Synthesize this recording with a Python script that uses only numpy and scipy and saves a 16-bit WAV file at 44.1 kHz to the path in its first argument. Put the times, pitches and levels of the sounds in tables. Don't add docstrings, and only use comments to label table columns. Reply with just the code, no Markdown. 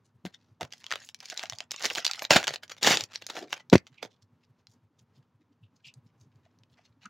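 import sys
import numpy as np
from scipy import signal
from scipy.fft import rfft, irfft
from scipy.io import wavfile
from scipy.ndimage import uniform_filter1d

SR = 44100
rng = np.random.default_rng(int(sys.argv[2]) if len(sys.argv) > 2 else 0)


def int16_out(signal):
    q = np.round(np.clip(np.atleast_2d(signal).T, -1, 1) * 32767)
    wavfile.write(sys.argv[1], SR, q.astype(np.int16))


N = 312669

# start in seconds, end in seconds.
SORTING_SPAN = (3.9, 7.0)
CRUMPLE_RISE_SHARE = 0.58


def amp(db):
    return 10 ** (np.asarray(db) / 20)


def unit(x):
    return x / np.sqrt(np.sum(x ** 2) + 1e-20)


def read(points, hz):
    f, value = np.transpose(points)
    return np.interp(np.log(hz + 1), np.log(f + 1), value)


def add(mix, s, sound):
    start = int(round(s * SR))
    sound = sound[..., max(-start, 0):]
    part = mix[:, max(start, 0):][:, :sound.shape[-1]]
    part += sound[..., :part.shape[1]]


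def arch(s, db, rise, fall):
    t = np.arange(-2 * rise, 2 * fall, 1 / SR)
    return s + t[0], db - 20 * np.maximum(-t / rise, t / fall)


def gesture(s, db, length, rise_share):
    return arch(s, db, rise_share * length, (1 - rise_share) * length)


def scattered(start, end, db, spread_db, hz, octaves, count):
    place, strength, pitch = rng.random((count, 3)).T
    s = start + (end - start) * (np.arange(count) + place) / count
    levels_db = db + spread_db * (2 * strength - 1)
    centres_hz = hz * 2 ** (octaves * (2 * pitch - 1))
    return np.transpose([s, levels_db, centres_hz])


def worked(above_db, spread_db, hz, octaves, count):
    # time in seconds, effort as a reference level in dB.
    bouts = [
        [(0.76, -61), (0.79, -63), (0.842, -62), (0.996, -54), (1.11, -61.5)],
        [(1.22, -54.5), (1.378, -47.5), (1.432, -55.5), (1.554, -57.5), (1.65, -62)],
        [(1.71, -42.5), (1.79, -45), (1.946, -43.5), (2.27, -45)],
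        [(3.1, -68), (3.266, -60), (3.398, -51), (3.49, -65.5), (3.62, -64)],
    ]
    events = []
    for bout in bouts:
        when, effort_db = np.transpose(bout)
        rows = scattered(when[0], when[-1], above_db, spread_db, hz, octaves, count=count)
        events += [(s, db + np.interp(s, when, effort_db), centre) for s, db, centre in rows]
    return events


def facet(hz, octaves, ripple_db, smear_s=.0013, low_skirt=0.97, high_skirt=0.97, size=2048):
    # frequency in Hz, gain in dB.
    mic_colour = [(50, -8.5), (100, -1), (200, 1), (750, 3.5), (1100, -3.5), (1600, -0.5), (2400, -0.5),
                  (3500, 0.5), (5500, 0), (7000, -2), (8300, -14), (11000, -16.5), (12000, -16.5),
                  (15500, -17.5)]
    ports_db = 2.0
    f = np.fft.rfftfreq(size, 1 / SR)
    ripple = uniform_filter1d(rng.standard_normal((3, len(f))), size=17)
    ripple /= ripple.std()
    beaming_db = ports_db * ripple[1:] * f / (f + 600)
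    colour_db = read(mic_colour, f) + ripple_db * ripple[0] + beaming_db
    skirt = np.where(f < hz, low_skirt, high_skirt)
    distance = np.log2((f + 1) / hz) / octaves
    gain = amp(colour_db) / (1 + distance ** 2) ** skirt
    cepstrum = irfft(np.log(gain + 1e-9))
    cepstrum[:, 1:size // 2] *= 2
    cepstrum[:, size // 2 + 1:] = 0
    delay = smear_s * rng.uniform(0.45, 1.5) / np.sqrt(1 + f / 600)
    phase = 2 * np.pi * np.cumsum(delay) * f[1]
    return np.sqrt(2) * unit(irfft(np.exp(rfft(cepstrum) - 1j * phase)))


def strokes(rows, grains_per_s, spread_db, scatter, ripple_db, clump_db, crowding=0.3,
            clumps_per_s=110, low_skirt=1.25, count=5):
    out = np.zeros((2, N))
    for s, curve_db, hz, octaves in rows:
        db = curve_db.max()
        swell = amp(curve_db - db)
        clock = (int(round(s * SR)) + np.arange(len(swell))) % (SR // 2)
        rate = grains_per_s * amp(crowding * (db + 29))
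        uneven_db = clump_db * np.clip(-db / 40, .4, 1)
        swarm = 0
        for _ in range(count):
            chance, strength, sign = rng.random((3, SR // 2))[:, clock]
            sizes = amp(spread_db * np.minimum(-np.log(strength), 3))
            slips = (chance < rate / count / SR) * sizes * np.sign(sign - .5)
            knots = rng.uniform(-1.7, 1, size=128)
            wander = np.interp(clock / SR * clumps_per_s, np.arange(len(knots)), knots)
            load = amp(uneven_db * wander)
            centre_hz = hz * 2 ** (scatter * min(octaves, 2) * rng.standard_normal())
            colour = facet(centre_hz, octaves, ripple_db, low_skirt=low_skirt)
            swarm = swarm + signal.fftconvolve((slips * load * swell)[None], colour, axes=1)
        add(out, s, amp(db) * np.sqrt(2) * np.linalg.norm(swell) * unit(swarm))
    return out


def background(air_db=-71, waver_db=2, side_db=-16):
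    # frequency in Hz, relative level in dB per Hz.
    air_colour = [(25, -6.5), (60, -1.5), (100, 2.5), (170, -1.5), (250, -7), (450, -11), (700, -17.5),
                  (950, -13), (2000, -24.5), (6500, -36), (8500, -45), (16000, -45)]
    # frequency in Hz, level in dB before the waver.
    hum_tones = [(102.3, -78), (242.2, -79.5)]
    colour = amp(read(air_colour, np.fft.rfftfreq(N, 1 / SR)))
    noise = irfft(rfft(rng.standard_normal((3, N))) * colour, N)
    t, knots = np.arange(N) / SR, np.arange(0, N / SR + 1, 1 / 20)
    waver = amp(waver_db * np.interp(t, knots, rng.standard_normal(len(knots))))
    hum = sum(amp(db) * np.sqrt(2) * np.sin(2 * np.pi * (hz * t + rng.random())) for hz, db in hum_tones)
    air = amp(air_db) * (noise[0] + amp(side_db) * noise[1:]) / noise[0].std()
    return waver * (air + hum)


def room(x, same=0.39):
    # frequency in Hz, time to fall by 60 dB in seconds.
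    decay = [(150, .2), (1000, 0.18), (4000, 0.074), (12000, 0.072)]
    shared, *own = rng.standard_normal((3, SR // 3))
    hz, t, z = signal.stft(same * shared + (1 - same) * np.array(own), SR, nperseg=256)
    fading = z * amp(-60 * t / read(decay, hz)[:, None])
    tail = signal.istft(fading, SR, nperseg=256)[1]
    tail[:, :SR // 500] = 0
    return signal.fftconvolve(x[None], tail / np.linalg.norm(tail[0]), axes=1)[:, :N]


def presses(width_octaves=0.17, press_s=0.047, size=8192):
    # time of the height in seconds, level in dB, centre in Hz.
    fingertip_presses = [(0.158, -57, 128), (0.26, -39, 175), (0.522, -57.5, 123), (0.645, -46.5, 113),
                         (1.528, -49, 117), (2.508, -51.5, 127), (3.026, -48.5, 107), (5.205, -61.5, 123.7),
                         (5.635, -53.5, 118.2), (5.976, -49.5, 120), (6.053, -56, 135.3),
                         (6.218, -53.5, 119), (6.27, -60, 139.7), (6.361, -55.5, 113.6), (7.063, -53, 204)]
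    out, f = np.zeros((2, N)), np.fft.rfftfreq(size, 1 / SR)
    t = (np.arange(size) - size / 2) / SR
    low_shifts = scattered(*SORTING_SPAN, db=-60, spread_db=-2, hz=115, octaves=0.38, count=18)
    high_shifts = scattered(*SORTING_SPAN, db=-68, spread_db=5.5, hz=252.9, octaves=0.22, count=14)
    swell = np.cos(np.pi * np.clip(t / press_s, -.5, .5)) ** 2
    for s, db, hz in [*fingertip_presses, *low_shifts, *high_shifts]:
        band = 1 / (1 + (np.log2((f + 1) / hz) / width_octaves) ** 2)
        drag = irfft(rfft(rng.standard_normal(size)) * band)
        add(out, s + t[0], amp(db) * np.linalg.norm(swell) * unit(drag * swell))
    return out


def flexes(rise=.008, fall=.016):
    # time of the height in seconds, level in dB.
    bends = [(0.609, -35.5), (1.321, -44), (1.434, -36.5), (1.531, -48), (1.607, -50), (1.989, -38.5),
             (2.219, -37), (6.46, -61.5), (6.79, -60.5)]
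    stack_hz, stack_octaves = 685, .16
    rows = [(*arch(s, db, rise, fall), stack_hz, stack_octaves) for s, db in bends]
    return strokes(rows, grains_per_s=10000, spread_db=1.5, scatter=0.1, ripple_db=-1.0, clump_db=12.5)


def slides(rub_s=0.04):
    # time of the height in seconds, level in dB, length in seconds, centre in Hz.
    card_slides = [(0.059, -72.5, 0.084, 6800), (0.341, -47, 0.031, 3400), (0.42, -74, 0.18, 4070),
                   (4.114, -67, 0.077, 3640), (4.224, -62, 0.028, 5490), (4.437, -67, 0.035, 3610),
                   (4.713, -67, 0.068, 7684), (4.991, -64, 0.04, 5660), (5.158, -68.5, .05, 4660),
                   (5.764, -68, 0.036, 5475), (5.862, -52, 0.056, 4400), (6.07, -74, 0.048, 3990),
                   (6.211, -65.5, .06, 7100), (6.45, -67.5, .045, 1695), (6.51, -79, 0.033, 1990),
                   (6.729, -68, 0.044, 3806), (6.79, -63, .07, 1500), (6.85, -62, 0.058, 3300),
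                   (7.035, -55, 0.057, 1920)]
    # time of the height in seconds, level in dB, fall time in seconds, centre in Hz.
    thin_notes = [(3.733, -23, 0.011, 1980), (3.756, -21.5, 0.0063, 2020), (3.98, -53.5, 0.047, 2390),
                  (5.635, -66, .04, 2830), (5.849, -48, 0.041, 2630), (5.885, -50.5, 0.028, 2630)]
    slide_rise_share, slide_octaves = 0.37, 1.0
    note_rise_s, note_octaves = 0.0086, .22
    rubs = scattered(*SORTING_SPAN, db=-76.5, spread_db=3, hz=3600, octaves=0.96, count=14)
    moves = list(card_slides) + [(s, db, rub_s, hz) for s, db, hz in rubs]
    hiss_rows = [(*gesture(s, db, length, slide_rise_share), hz, slide_octaves)
                 for s, db, length, hz in moves]
    note_rows = [(*arch(s, db, note_rise_s, fall), hz, note_octaves) for s, db, fall, hz in thin_notes]
    hiss = strokes(hiss_rows, grains_per_s=6000, spread_db=3.5, scatter=0.14, ripple_db=4.0,
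                   clump_db=9.5, low_skirt=1.17, count=3)
    notes = strokes(note_rows, grains_per_s=7600, spread_db=1, scatter=0.095, ripple_db=1.5,
                    clump_db=-3, low_skirt=2.2, count=3)
    return hiss + notes


def tap():
    # time of the height in seconds, level in dB, rise and fall times in seconds,
    # centre in Hz, width in octaves.
    springs = [(7.058, -40, 0.0078, 0.01, 1360, 0.2)]
    rows = [(*arch(s, db, rise, fall), hz, octaves) for s, db, rise, fall, hz, octaves in springs]
    return strokes(rows, grains_per_s=30000, spread_db=-1.5, scatter=0.082, ripple_db=2.5, clump_db=-4)


def bumps():
    # start in seconds, peak level in dB, contact time in seconds.
    hard_blows = [(0.2504, -30, 0.0029), (0.623, -31.5, 0.0062), (2.3085, -14, 0.0014),
                  (2.3611, -11.5, 0.00095), (2.881, -26.5, 0.0027), (3.7271, -2, 0.0011),
                  (3.7317, 4.5, 0.00047), (3.7542, 1, 0.00045)]
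    # frequency in Hz, relative level in dB, time to fall by 60 dB in seconds.
    body_modes = [(105, -17, .045), (185.05, -8.5, 0.018), (242, -6.5, .03), (354, 6.5, 0.023),
                  (440.8, -5, 0.0067), (532.5, -1.5, 0.019), (950, -5.5, 0.011), (1510, -8.5, 0.012)]
    out, t = np.zeros((2, N)), np.arange(SR // 6) / SR
    ring = sum(amp(db - 60 * t / t60) * np.sin(2 * np.pi * hz * t) for hz, db, t60 in body_modes)
    for s, db, contact in hard_blows:
        push = np.sin(np.pi * np.minimum(t / contact, 1)) ** 2
        blow = signal.fftconvolve(ring, push)[:len(t)]
        add(out, s, amp(db) * blow / abs(blow).max())
    return out


def hollows():
    # time of the height in seconds, level in dB, length in seconds, centre in Hz.
    sleeve_pops = [(3.425, -40, 0.084, 352), (3.736, -13, .03, 232.3)]
    rise_share, width_octaves = 0.36, 0.5
    rows = [(*gesture(s, db, length, rise_share), hz, width_octaves) for s, db, length, hz in sleeve_pops]
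    return strokes(rows, grains_per_s=6000, spread_db=2, scatter=0.33, ripple_db=4.5, clump_db=1.5)


def rustle(length_s=0.044, width_octaves=0.95):
    flexings = worked(above_db=0.5, spread_db=5, hz=2690, octaves=1.0, count=19)
    rows = [(*gesture(s, db, length_s, CRUMPLE_RISE_SHARE), hz, width_octaves) for s, db, hz in flexings]
    return strokes(rows, grains_per_s=1100, spread_db=3.5, scatter=0.66, ripple_db=7.0, clump_db=8.5, count=2)


def crumples(foil_db=-.5, crinkle_db=-6):
    # time of the height in seconds,
    # level in dB before the layer gains, length in seconds, centre in Hz.
    squeezes = [(0.734, -45, 0.026, 2680), (0.929, -43, 0.055, 1780), (1.045, -54.5, 0.033, 2600),
                (1.252, -50, 0.091, 3500), (1.325, -38.5, 0.026, 1300), (1.423, -44.5, 0.11, 1730),
                (1.607, -52.5, 0.028, 1860), (1.851, -26.5, 0.062, 1900), (1.907, -36.5, 0.049, 1540),
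                (1.977, -30.5, 0.05, 1260), (2.076, -38, 0.037, 3940), (2.439, -39, 0.054, 1390),
                (2.543, -34, 0.025, 1820), (2.718, -37, 0.038, 1690), (3.12, -53.5, 0.06, 1200),
                (3.155, -39.5, 0.03, 2620), (3.221, -38, 0.011, 1290), (3.3, -33, 0.023, 1180),
                (3.371, -35.5, 0.069, 608), (3.422, -47, 0.025, 2500), (3.529, -34, 0.034, 1480),
                (3.571, -43.5, 0.023, 1550), (3.601, -49, 0.029, 1197), (3.874, -55, 0.03, 2697),
                (3.943, -64, .05, 1873)]
    # time of the height in seconds,
    # level in dB before the layer gains, fall time in seconds, centre in Hz.
    jolts = [(0.255, -44, 0.037, 304), (0.614, -35, 0.033, 640), (2.308, -17.5, .012, 650),
             (2.362, -17, .022, 848), (2.477, -28.5, 0.049, 1130), (2.634, -39, 0.014, 2140),
             (2.78, -45.5, 0.005, 1860), (3.732, -24.5, 0.025, 1800), (4.03, -34, 0.025, 610)]
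    jolt_rise_s, jolt_octaves = 0.007, 1.9
    squeeze_octaves, widening_db = 1.9, 29
    rows = []
    for s, db, length, hz in squeezes:
        octaves = squeeze_octaves * 2 ** ((db + 36) / widening_db)
        rows.append((*gesture(s, db, length, CRUMPLE_RISE_SHARE), hz, octaves))
    rows += [(*arch(s, db, jolt_rise_s, fall), hz, jolt_octaves) for s, db, fall, hz in jolts]
    foil = strokes(rows, grains_per_s=4200, spread_db=4.5, scatter=0.1, ripple_db=6.0, clump_db=14.5)
    crinkles = strokes(rows, grains_per_s=110, spread_db=4.5, scatter=0.27, ripple_db=3.5,
                       clump_db=0.0, crowding=.2, count=4)
    return amp(foil_db) * foil + amp(crinkle_db) * crinkles


def snaps(level_db=-1, ripple_db=3.5, shiver_db=-10, shiver_t60=0.018, rattle_db=-4, rattle_t60=0.0022):
    # start in seconds, level in dB before the layer gain, centre in Hz.
    creases = [(0.2517, -30.5, 410), (0.2646, -36, 2400), (0.6096, -23, 714), (0.6302, -29.5, 980),
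               (0.7244, -32.5, 3900), (0.735, -38, 2640), (0.8418, -35.5, 3150), (0.8654, -30, 3760),
               (0.9074, -28, 1740), (0.9147, -19, 2420), (0.9233, -18, 1610), (0.9361, -24.5, 1870),
               (0.9568, -25, 1930), (1.089, -34.5, 4900), (1.1455, -32.5, 4150), (1.2038, -35, 6250),
               (1.2562, -33, 4140), (1.2999, -26.5, 5800), (1.3753, -22.5, 4700), (1.3942, -24.5, 3670),
               (1.43, -29.5, 3030), (1.4354, -26.5, 1110), (1.4563, -32.5, 1900), (1.498, -23, 2980),
               (1.5233, -31, 1700), (1.533, -32.5, 2390), (1.5857, -30.5, 3700), (1.6047, -25, 2260),
               (1.709, -25, 5950), (1.7168, -22.5, 3700), (1.7618, -31, 4000), (1.8243, -27, 5500),
               (1.836, -26.5, 2810), (1.8542, -14.5, 2830), (1.86, -18.5, 3120), (1.9008, -22, 2660),
               (1.9072, -23.5, 1920), (1.951, -23, 4490), (1.9569, -22, 3640), (1.9827, -20, 2620),
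               (2.0471, -20, 3420), (2.0509, -13.5, 4370), (2.0651, -12.5, 3890), (2.078, -20.5, 4400),
               (2.1121, -19, 3750), (2.134, -24.5, 4020), (2.193, -27, 4060), (2.221, -23.5, 990),
               (2.2504, -20.5, 2930), (2.3072, -4, 780), (2.36, -5, 626), (2.3663, -9.5, 1160),
               (2.4293, -24.5, 1600), (2.4417, -22, 3450), (2.4705, -20, 2360), (2.4791, -13.5, 1900),
               (2.5386, -29, 2720), (2.559, -25, 3100), (2.8301, -14, 4700), (2.837, -16.5, 4213),
               (2.8726, -7.5, 750), (2.9097, -13, 1480), (2.9717, -13.5, 3550), (3.0082, -19.5, 3120),
               (3.0382, -25, 4570), (3.1577, -22.5, 3000), (3.2664, -27, 6500), (3.3046, -31, 2980),
               (3.367, -27.5, 2030), (3.5286, -17, 2080), (3.6992, -31, 4100), (3.7295, -16, 2300),
               (3.756, -17, 2010), (3.7802, -30, 2500), (3.8681, -41.5, 2490), (4.0281, -29, 704),
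               (4.6697, -44.5, 5030), (5.9397, -48.5, 7328), (6.5878, -60.5, 7500), (6.6347, -53.5, 3680),
               (7.0565, -42.5, 4500)]
    octaves_at_2k, narrowing = 1.2, .22
    out, t = np.zeros((2, N)), np.arange(SR // 20) / SR
    chance_creases = worked(above_db=6.5, spread_db=4.5, hz=3320, octaves=1.0, count=18)
    for s, db, hz in list(creases) + chance_creases:
        rattle, shiver = rng.standard_normal((2, len(t)))
        kick = amp(rattle_db) * unit(rattle * amp(-60 * t / rattle_t60))
        kick += amp(shiver_db) * unit(shiver * amp(-60 * t / shiver_t60))
        kick[0] = 1
        octaves = octaves_at_2k * (2000 / hz) ** narrowing
        click = unit(signal.fftconvolve(kick[None], facet(hz, octaves, ripple_db), axes=1))
        add(out, s, amp(db + level_db) * np.sqrt(2 * SR / 1000) * click)
    return out


def rips(crackle_db=-7):
    # time in seconds, level of the fine breaks in dB.
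    pulls = [
        [(2.305, -18), (2.349, -23.5), (2.367, -16), (2.375, -27.5), (2.42, -42)],
        [(2.81, -57), (2.83, -28.5), (2.868, -18), (2.896, -28.5), (2.908, -18), (3.044, -53), (3.05, -61)],
    ]
    rip_hz, rip_octaves = 1318, 1.8
    rows = []
    for pull in pulls:
        when, db = np.transpose(pull)
        curve_db = np.interp(np.arange(when[0], when[-1], 1 / SR), when, db)
        rows.append((when[0], curve_db, rip_hz, rip_octaves))
    breaks = strokes(rows, grains_per_s=3100, spread_db=4.5, scatter=0.68, ripple_db=5.5, clump_db=12, count=8)
    cracks = strokes(rows, grains_per_s=240, spread_db=8.5, scatter=.4, ripple_db=7.0, clump_db=4.0, count=6)
    return breaks + amp(crackle_db) * cracks


def scene(room_db=-18, blow_room_db=-39):
    # time in seconds, left minus right level in dB.
    placement = [(.3, 1.7), (.6, -1), (1.2, -.4), (1.7, -1.7), (2.3, -.7), (2.8, -.1), (3.8, 0), (4, -4),
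                 (4.1, -4), (4.3, .2), (7, 0)]
    handling = snaps() + crumples() + rustle() + rips() + slides() + flexes() + tap()
    blows = bumps() + presses() + hollows()
    pan_db = np.interp(np.arange(N) / SR, *np.transpose(placement))
    direct = (handling + blows) * amp(np.array([pan_db, -pan_db]) / 2)
    room_feed = (amp(room_db) * handling + amp(blow_room_db) * blows).mean(0)
    return direct + room(room_feed) + background()


def record(dry, bass_hz=90, edge_hz=16100):
    high_pass = signal.butter(N=5, Wn=bass_hz, btype="highpass", fs=SR, output="sos")
    thin = signal.sosfilt(high_pass, dry)
    low_pass = signal.firwin(401, edge_hz, window=("kaiser", 9), fs=SR)
    return signal.oaconvolve(np.clip(thin, -1, 1), low_pass[None], "same")


dry = scene()
out = record(dry)
int16_out(out)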